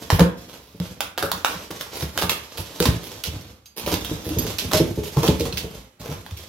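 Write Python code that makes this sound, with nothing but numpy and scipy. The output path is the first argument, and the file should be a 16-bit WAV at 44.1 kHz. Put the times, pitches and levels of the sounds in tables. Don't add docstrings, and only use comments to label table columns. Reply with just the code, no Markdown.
import sys
import numpy as np
from scipy import signal
from scipy.fft import rfft, irfft
from scipy.io import wavfile

SR = 44100
rng = np.random.default_rng(int(sys.argv[2]) if len(sys.argv) > 2 else 0)


def unload_wav(signal):
    wavfile.write(
        sys.argv[1],
        SR,
        np.round(np.clip(np.atleast_2d(signal).T, -1, 1) * 32767).astype(np.int16),
    )


N = 285900

# [t/s, level/dB, body below 1 kHz/dB, crumpling after it/dB]
CREASE_SNAPS = [(0.101, 0, 7.5, 3.5), (0.194, 0, 4.5, -25), (0.205, -3.5, 1, -10), (0.799, -21.5, 0, 5.5),
                (1.005, -2.5, -4, -2), (1.176, -5.5, 7.5, 6), (1.225, -2, 8, -8), (1.315, -1.5, 0.5, 1),
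                (1.446, 3, 5, -4), (1.705, -19, 5, 10.5), (1.809, -6.5, -4.5, -15), (2.022, -12, 1.5, 5),
                (2.175, -2, 1, -5), (2.22, -6, 10.5, 7.5), (2.234, -12.5, 4, 0), (2.293, -5.5, -5, 12),
                (2.572, -20.5, -8, 11.5), (2.801, -3.5, -5, 2), (2.854, -8, -0.5, 13),
                (3.876, -14.5, 14, 11), (3.922, -12, 10, -4), (4.465, -20, -7, 11),
                (4.712, -11.5, 10, 10.5), (4.734, -2, 20, -1), (5.168, -11, 38, 13), (5.238, -12, 29, 13),
                (5.395, -18, -24, 15), (5.452, -18.5, 3, 8.5), (6.014, -26.5, 5, 7.5),
                (6.262, -20.5, 7, 1.5), (6.308, -25, -8, 4)]
# [start t/s, end t/s, level/dB]
TEETH_TEARS = [(0.101, 0.22, -34.5), (0.581, 0.813, -58.5), (1.179, 1.212, -39), (1.225, 1.274, -36),
               (1.463, 1.506, -39.5), (1.945, 2.037, -33.5), (2.176, 2.25, -29), (2.292, 2.323, -29.5),
               (2.565, 2.618, -37), (3.027, 3.085, -40.5), (3.76, 3.811, -35), (3.85, 3.922, -32),
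               (4.003, 4.068, -53), (4.237, 4.316, -37), (5.053, 5.087, -38.5)]
# [t/s, level/dB, strongest ring f/Hz, hollow ring level/dB]
FLOOR_KNOCKS = [(0.124, -3, 75, -20.5), (0.195, -8.5, 538, -4.5), (0.206, -2.5, 175, -7),
                (0.221, -12, 77.7, -9), (0.745, -33.5, 85, -5.5), (0.8, -11.5, 174.6, -18),
                (1.231, -17, 553, -3.5), (1.335, -20.5, 181, -23), (1.554, -23.5, 185, -30),
                (1.704, -26.5, 355, 0), (2.023, -14, 93, -12), (2.227, -13.5, 174, -8),
                (2.584, -16.5, 92, -27), (2.8, -10, 490, -4.5), (2.857, -9, 240, -11),
                (2.883, -4.5, 116, -14.5), (3.274, -17.5, 74, -16.5), (3.336, -19.5, 83, -18),
                (3.871, -16, 583, -6.5), (3.924, -12.5, 309, -6.5), (4.111, -10.5, 310, -14.5),
                (4.264, -21, 83, -3.5), (4.304, -13, 310, -31), (4.365, -12, 97, -8.5),
                (4.391, -14, 253, -11), (4.443, -22.5, 74, -0.5), (4.644, -22, 137, -8.5),
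                (4.737, -7, 623, -9), (4.8, -4.5, 337, -5.5), (4.974, -10, 420.5, -9.5),
                (5.165, -6.5, 132, -8.5), (5.233, -14, 470, -5), (5.285, -3.5, 152, -6),
                (5.404, -10, 464.4, -4.5), (5.524, -15, 114, -18), (5.64, -20, 106, -6),
                (6.087, -16.5, 144, -13.5), (6.165, -23, 98, -35), (6.314, -20, 85.3, -28)]
# [start t/s, end t/s, level/dB, body level/dB]
FLOOR_SCRAPES = [(0.185, 0.217, -41, 25.5), (0.476, 0.59, -46, 2), (2.813, 2.883, -27.5, -1.5),
                 (3.106, 3.137, -40, -0.5), (3.242, 3.282, -32, -4), (3.409, 3.422, -39, -8),
                 (3.913, 3.948, -25.5, 1.5), (4.372, 4.528, -37.5, 2), (4.583, 4.605, -22, -11),
                 (4.725, 4.761, -21.5, 4), (4.752, 4.796, -25, -8), (5.16, 5.194, -36, 2.5),
                 (5.222, 5.3, -27.5, 2.5), (5.568, 5.588, -30.5, -10), (6.027, 6.146, -42.5, 7),
                 (6.363, 6.413, -42.5, -15)]
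# [t/s, level/dB]
CLAW_CLICKS = [(3.236, -8), (3.939, -11), (4.046, -13), (4.587, -7.5), (5.276, -8), (5.524, -15.5),
               (5.571, -8)]
# [start t/s, end t/s, level/dB, rumble re level/dB],
# with the rumble high when its weight is on the box
BOX_DRAGS = [(-0.03, 0.055, -43, 3), (0.2, 0.288, -49, 14), (0.353, 0.818, -52, 2), (0.802, 0.89, -44, 3.5),
             (0.996, 1.033, -43.5, 0), (1.19, 1.39, -45.5, 3), (1.476, 1.587, -37.5, -10),
             (1.712, 1.863, -40.5, -5), (1.908, 2.172, -40.5, -1.5), (2.133, 2.333, -40.5, 4),
             (2.347, 2.54, -45, -18), (2.53, 2.795, -40.5, -5), (2.855, 2.988, -38.5, 3.5),
             (2.996, 3.207, -42, -6), (3.3, 3.484, -46, 5.5), (3.803, 4.086, -38, 3.5),
             (4.084, 4.24, -43, 2), (4.273, 4.717, -35.5, 3), (4.69, 4.92, -40, 10),
             (4.94, 5.163, -42.5, 1), (5.172, 5.454, -36.5, 6.5), (5.535, 5.77, -43, 2.5),
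             (5.991, 6.19, -44.5, 8.5), (6.238, 6.448, -48, -2)]
# [t/s, level/dB, brightness/dB per octave, share of its free ringing time]
TAG_CLINKS = [(3.657, -47, -2, 0.36), (4.386, -31, 6, 0.31)]

# [f/Hz, level/dB, t60/s]
BOX_MODES = [(65.5, 1.5, 0.2), (77.1, 3.5, 0.29), (105, 5, 0.17), (161.7, 8.5, 0.13), (180.5, 0, 0.26),
             (253.3, -3.5, 0.18), (320.2, 3, 0.09), (398.5, 1, 0.08), (455, 2, 0.12), (543, -5.5, 0.13),
             (624, -13, 0.19), (872, -12.5, 0.11)]
# [f/Hz, level/dB, t60/s]
TAG_MODES = [(4715, -1, .6), (4880, -10, .2), (5405, -11, .2), (6406, 0, .28), (8931, -15, .2),
             (11250, -11, .4), (12885, -3, .3), (14358, -3, .28)]
FLAP_RINGS = [900, 1430, 1530, 3504]

# [f/Hz, level/dB]
CRACK_SPECTRUM = [(80, -22), (250, -7), (500, -1), (1000, 1), (1600, -1), (2200, -4), (3400, 0), (5500, -5),
                  (8500, -13), (12300, -8), (16000, -9)]
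# [f/Hz, level/dB]
RASP_SPECTRUM = [(700, -15.5), (1500, -13), (2200, -5), (3300, -1), (4500, -3), (6000, -3), (8500, -11.5),
                 (10500, -11.5), (12300, -6), (14500, -12), (16000, -19)]
# [f/Hz, level/dB]
BODY_SPECTRUM = [(150, -1.5), (330, 6.5), (480, 8.5), (630, 4), (760, 0.5), (920, 2.5), (1300, -3),
                 (1700, -7), (2500, -13.5), (5000, -57)]
# [f/Hz, level/dB]
FIZZ_SPECTRUM = [(3000, -30), (6000, -8), (8500, -4), (12500, 0), (16000, -4)]
# [f/Hz, level/dB]
RUMBLE_SPECTRUM = [(15, -35), (32, -25.5), (50, 2), (75, 6.5), (130, 1.5), (175, 0.5), (210, -2),
                   (320, -3.5), (375, -15), (450, -14.5), (650, -12), (1500, -61.5)]
# [f/Hz, level/dB]
AIR_SPECTRUM = [(20, -6), (60, 0), (200, -2), (1000, -11), (4000, -17), (16000, -28)]

# [f/Hz, t60/s]
ROOM_T60 = [(100, 0.13), (260, 0.52), (700, 0.34), (1840, 0.43), (4850, 0.24), (12800, 0.24)]
# [f/Hz, level/dB]
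ROOM_WET = [(60, -3), (250, -5), (600, -1), (1200, 4), (4000, 1.5), (11000, 2), (15500, -3)]
# [f/Hz, likeness 0 to 1, clipped at 1]
ROOM_LIKENESS = [(60, 1), (130, 1), (250, 0.66), (500, 0.71), (1000, 0.039), (2000, 0.01)]
# [f/Hz, level/dB]
MIC_BALANCE = [(100, -1), (900, 0), (2000, -1.5), (4000, -7), (8000, -5), (12500, -8)]

SPLIT_S = 0.0014
PANEL_T60_S = 0.13
THUD_DB, THUD_DB_PER_OCTAVE = -13, -2
DRAG_RISE_S, DRAG_SAG_DB_PER_S = 0.02, 9.5
RASP_STOP_DB_PER_S, RUMBLE_STOP_DB_PER_S = 133, 105.5
AIR_DB = -67
EDGE_HZ = 15950


def snaps(level_db=2, wet_db=-2, treble_db=0.0, lag_s=0.0014):
    out = np.zeros((2, N))
    for s, db, body_db, crumple_db in CREASE_SNAPS:
        snap = gain_of(db + level_db) * crack(crumple_db, body_db, treble_db)
        add(out, s + lag_s, room(snap, wet_db))
    return out


def crack(crumple_db, body_db, treble_db, split_db=3, crumple_s=0.006, flap_db=-8, flap_s=0.002,
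          flap_db_per_octave=5, count=3000):
    t = np.arange(count) / SR
    split = rng.standard_normal(count) * np.exp(-t / SPLIT_S)
    crumple = fibres(count, per_s=1500, spread_db=9, hiss=0.18) * np.exp(-t / crumple_s)
    flap_hz = np.array(FLAP_RINGS) * rng.uniform(0.97, 1.06, len(FLAP_RINGS))
    flap_gain = gain_of(flap_db_per_octave * np.log2(flap_hz / flap_hz[0]))
    flap = flap_gain @ np.sin(2 * np.pi * flap_hz[:, None] * t) * np.exp(-t / flap_s)
    parts = [(split_db, split), (crumple_db, crumple), (flap_db, flap)]
    force = sum(gain_of(part_db) * part / np.linalg.norm(part) for part_db, part in parts)
    shade = [(900, body_db), (2600, 0), (5000, 0), (9500, treble_db)]  # f/Hz, level/dB
    return signal.fftconvolve(force, pulse(CRACK_SPECTRUM, shade))


def tears(level_db=-3, wet_db=-1, body_db=-1.0, fizz_db=-3.5):
    out = np.zeros((2, N))
    for start, end, db in TEETH_TEARS:
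        rip = gain_of(db + level_db) * stroke(end - start, body_db, fizz_db)
        add(out, start, room(rip, wet_db))
    return out


def stroke(length_s, body_db, fizz_db, taper=0.36):
    count = round(max(length_s, 0.005) * SR)
    breaks = fibres(N // 20, per_s=900, spread_db=4.5, hiss=0.25)
    force = (breaks * clumps(N // 20, spread_db=3.5, per_s=170))[:count]
    force = evened(force) * signal.windows.tukey(len(force), taper)
    body = gain_of(body_db) * pulse(BODY_SPECTRUM)
    fizz = gain_of(fizz_db) * pulse(FIZZ_SPECTRUM)
    return signal.fftconvolve(force, pulse(RASP_SPECTRUM) + body + fizz)


def knocks(ring_db=-5, modes_db=6.0, wet_db=-2, rise_s=0.0027, detune=0.067, count=10000):
    out, t = np.zeros((2, N)), np.arange(count) / SR
    mode_hz, mode_db, mode_t60 = np.transpose(BOX_MODES)[:, :, None]
    for s, db, hz, hollow_db in FLOOR_KNOCKS:
        bend, phase = rng.uniform(-0.89, 1, (2, len(BOX_MODES), 1))
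        thud_db = THUD_DB + THUD_DB_PER_OCTAVE * np.log2(hz / 100)
        weight_db = read([(100, thud_db), (350, hollow_db)], mode_hz) + mode_db - 60 * t / mode_t60
        bent_hz = mode_hz * (1 + detune * bend)
        modes = gain_of(weight_db) * np.sin(2 * np.pi * bent_hz * t + np.pi * phase)
        hollow = gain_of(modes_db) * modes.sum(0) / np.sqrt(len(BOX_MODES))
        panel = gain_of(ring_db - 60 * t / PANEL_T60_S) * np.sin(2 * np.pi * hz * t)
        contact = 1 - np.exp(-t / rise_s)
        add(out, s, room(gain_of(db) * contact * (panel + hollow), wet_db))
    return out


def scrapes(level_db=-3, wet_db=-1, fizz_db=-19):
    out = np.zeros((2, N))
    for start, end, db, body_db in FLOOR_SCRAPES:
        skid = gain_of(db + level_db) * stroke(end - start, body_db, fizz_db)
        add(out, start, room(skid, wet_db))
    return out


def claws(level_db=2, wet_db=-2, scratch_db=5.0, body_db=-18, treble_db=-2.0, lag_s=0.0016):
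    out = np.zeros((2, N))
    for s, db in CLAW_CLICKS:
        click = gain_of(db + level_db) * crack(scratch_db, body_db, treble_db)
        add(out, s + lag_s, room(click, wet_db))
    return out


def drags(rasp_db=-3.5, body_db=-4.0, rumble_db=-1.5):
    grip = clumps(N, spread_db=4.5, per_s=80)
    rub = grip * effort(0, RASP_STOP_DB_PER_S)
    shake = grip * effort(0.91, RUMBLE_STOP_DB_PER_S)
    fine = coloured(rub * fibres(N, per_s=1800, spread_db=2.0, hiss=1.0), RASP_SPECTRUM)
    chatter = coloured(rub * fibres(N, per_s=600, spread_db=5.0, hiss=0.78), BODY_SPECTRUM)
    drum = coloured(shake * fibres(N, per_s=230, spread_db=0.5, hiss=0.38), RUMBLE_SPECTRUM)
    return gain_of(rasp_db) * fine + gain_of(body_db) * chatter + gain_of(rumble_db) * drum


def effort(rumble_share, stop_db_per_s):
    t, power = np.arange(0, N, 64) / SR, 0
    for start, end, db, rumble_db in BOX_DRAGS:
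        sag_db = DRAG_SAG_DB_PER_S * np.maximum(t - start, 0)
        stop_db = stop_db_per_s * np.maximum(t - end, 0)
        rise = np.clip((t - start) / DRAG_RISE_S, 0, 1)
        power += (rise * gain_of(db + rumble_share * rumble_db - sag_db - stop_db)) ** 2
    return np.interp(np.arange(N) / SR, t, np.sqrt(power))


def tag(wet_db=-2, rattle_db=2, rattle_s=0.009, swing_db=5, count=22000):
    out, t = np.zeros((2, N)), np.arange(count) / SR
    hz, mode_db, t60 = np.transpose(TAG_MODES)[:, :, None]
    for s, db, bright_db, free in TAG_CLINKS:
        fade_db = 60 * t / (t60 * max(free, 0.05))
        level_db = mode_db + bright_db * np.log2(hz / hz[0]) - fade_db
        swing = np.array([clumps(count, swing_db, per_s=110) for _ in TAG_MODES])
        ring = swing * gain_of(level_db) * np.sin(2 * np.pi * (hz * t + rng.random(hz.shape)))
        rattle = coloured(fibres(count, per_s=1500, spread_db=2.5, hiss=0.33), RASP_SPECTRUM)
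        rattle = gain_of(rattle_db) * rattle * np.exp(-t / rattle_s)
        add(out, s, room(gain_of(db) * (ring.sum(0) + rattle), wet_db))
    return out


def air():
    return gain_of(AIR_DB) * coloured(rng.standard_normal(N), AIR_SPECTRUM)


def wandering(x, wet_db, count=14):
    out, hop = np.zeros((2, N)), N // count
    for k in range(count + 1):
        at = np.arange(max(k - 1, 0) * hop, min((k + 1) * hop, N))
        crossfade = np.cos(np.pi / 2 * (at / hop - k)) ** 2
        add(out, at[0] / SR, room(x[at] * crossfade, wet_db))
    return out


def room(x, wet_db, scatter_db=-8, scatter_s=0.0013, size=18000):
    hz, t, (left, other) = signal.stft(rng.standard_normal((2, size)), SR, nperseg=256)
    same = np.clip(read(ROOM_LIKENESS, hz), 0, 1)[:, None]
    right = same * left + np.sqrt(1 - same ** 2) * other
    t60 = read(ROOM_T60, hz)[:, None]
    unit_energy = np.sqrt(np.log(1e6) / (t60 * SR))
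    fade = gain_of(read(ROOM_WET, hz)[:, None] + wet_db - 60 * t / t60) * unit_energy
    tail = signal.istft(np.array([left, right]) * fade, SR, nperseg=256)[1]
    response = np.pad(tail, ((0, 0), (130, 0)))
    scatter = rng.standard_normal((2, 512)) * np.exp(-np.arange(512) / (scatter_s * SR))
    scatter = high_pass(scatter, hz=1070)
    scatter /= np.linalg.norm(scatter, axis=1, keepdims=True)
    response[:, :scatter.shape[1]] += gain_of(scatter_db) * scatter
    response[[0, 1], rng.integers(0, 5, 2)] += 1
    return signal.fftconvolve(x[None], response, axes=1)


def fibres(count, per_s, spread_db, hiss):
    chance = rng.random(count)
    strength = rng.exponential(1, count)
    rub = rng.standard_normal(count)
    breaks = (chance < per_s / SR) * np.sign(rub) * gain_of(spread_db * np.minimum(strength, 4))
    return evened(evened(breaks) + hiss * rub)


def clumps(count, spread_db, per_s=140):
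    steps = rng.standard_normal(round(N / SR * per_s) + 2)
    drift = np.interp(np.arange(count) * per_s / SR, np.arange(len(steps)), steps)
    return evened(gain_of(spread_db * drift))


def pulse(*spectra, size=2048):
    hz = abs(np.fft.fftfreq(size, 1 / SR))
    log_gain = np.log(gain_of(sum(read(points, hz) for points in spectra)))
    click = np.fft.ifft(np.exp(np.conj(signal.hilbert(log_gain)))).real
    return click / np.linalg.norm(click)


def coloured(x, spectrum):
    return signal.oaconvolve(x, pulse(spectrum))[:len(x)]


def high_pass(x, hz, order=2):
    return signal.sosfilt(signal.butter(order, hz, "highpass", fs=SR, output="sos"), x)


def gain_of(db):
    return 10 ** (np.asarray(db) / 20)


def evened(x):
    return x / np.sqrt(np.mean(x ** 2) + 1e-20)


def read(points, hz):
    f, value = np.transpose(points)
    return np.interp(np.log(hz + 1), np.log(f + 1), value)


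def add(mix, s, sound):
    part = mix[:, max(round(s * SR), 0):][:, :sound.shape[1]]
    part += sound[:, :part.shape[1]]


def scene():
    events = snaps() + tears() + knocks() + scrapes() + claws() + tag()
    return events + wandering(drags() + air(), wet_db=1.5)


def record(dry):
    hz = np.fft.rfftfreq(N, 1 / SR)
    lean_db = read(MIC_BALANCE, hz) / 2
    leaning = irfft(rfft(dry) * gain_of([lean_db, -lean_db]), N)
    heard = high_pass(leaning, hz=39.7, order=3)
    low_pass = signal.firwin(401, EDGE_HZ, window=("kaiser", 9), fs=SR)
    return signal.oaconvolve(heard, low_pass[None], "same")


dry = scene()
out = record(dry)
unload_wav(out)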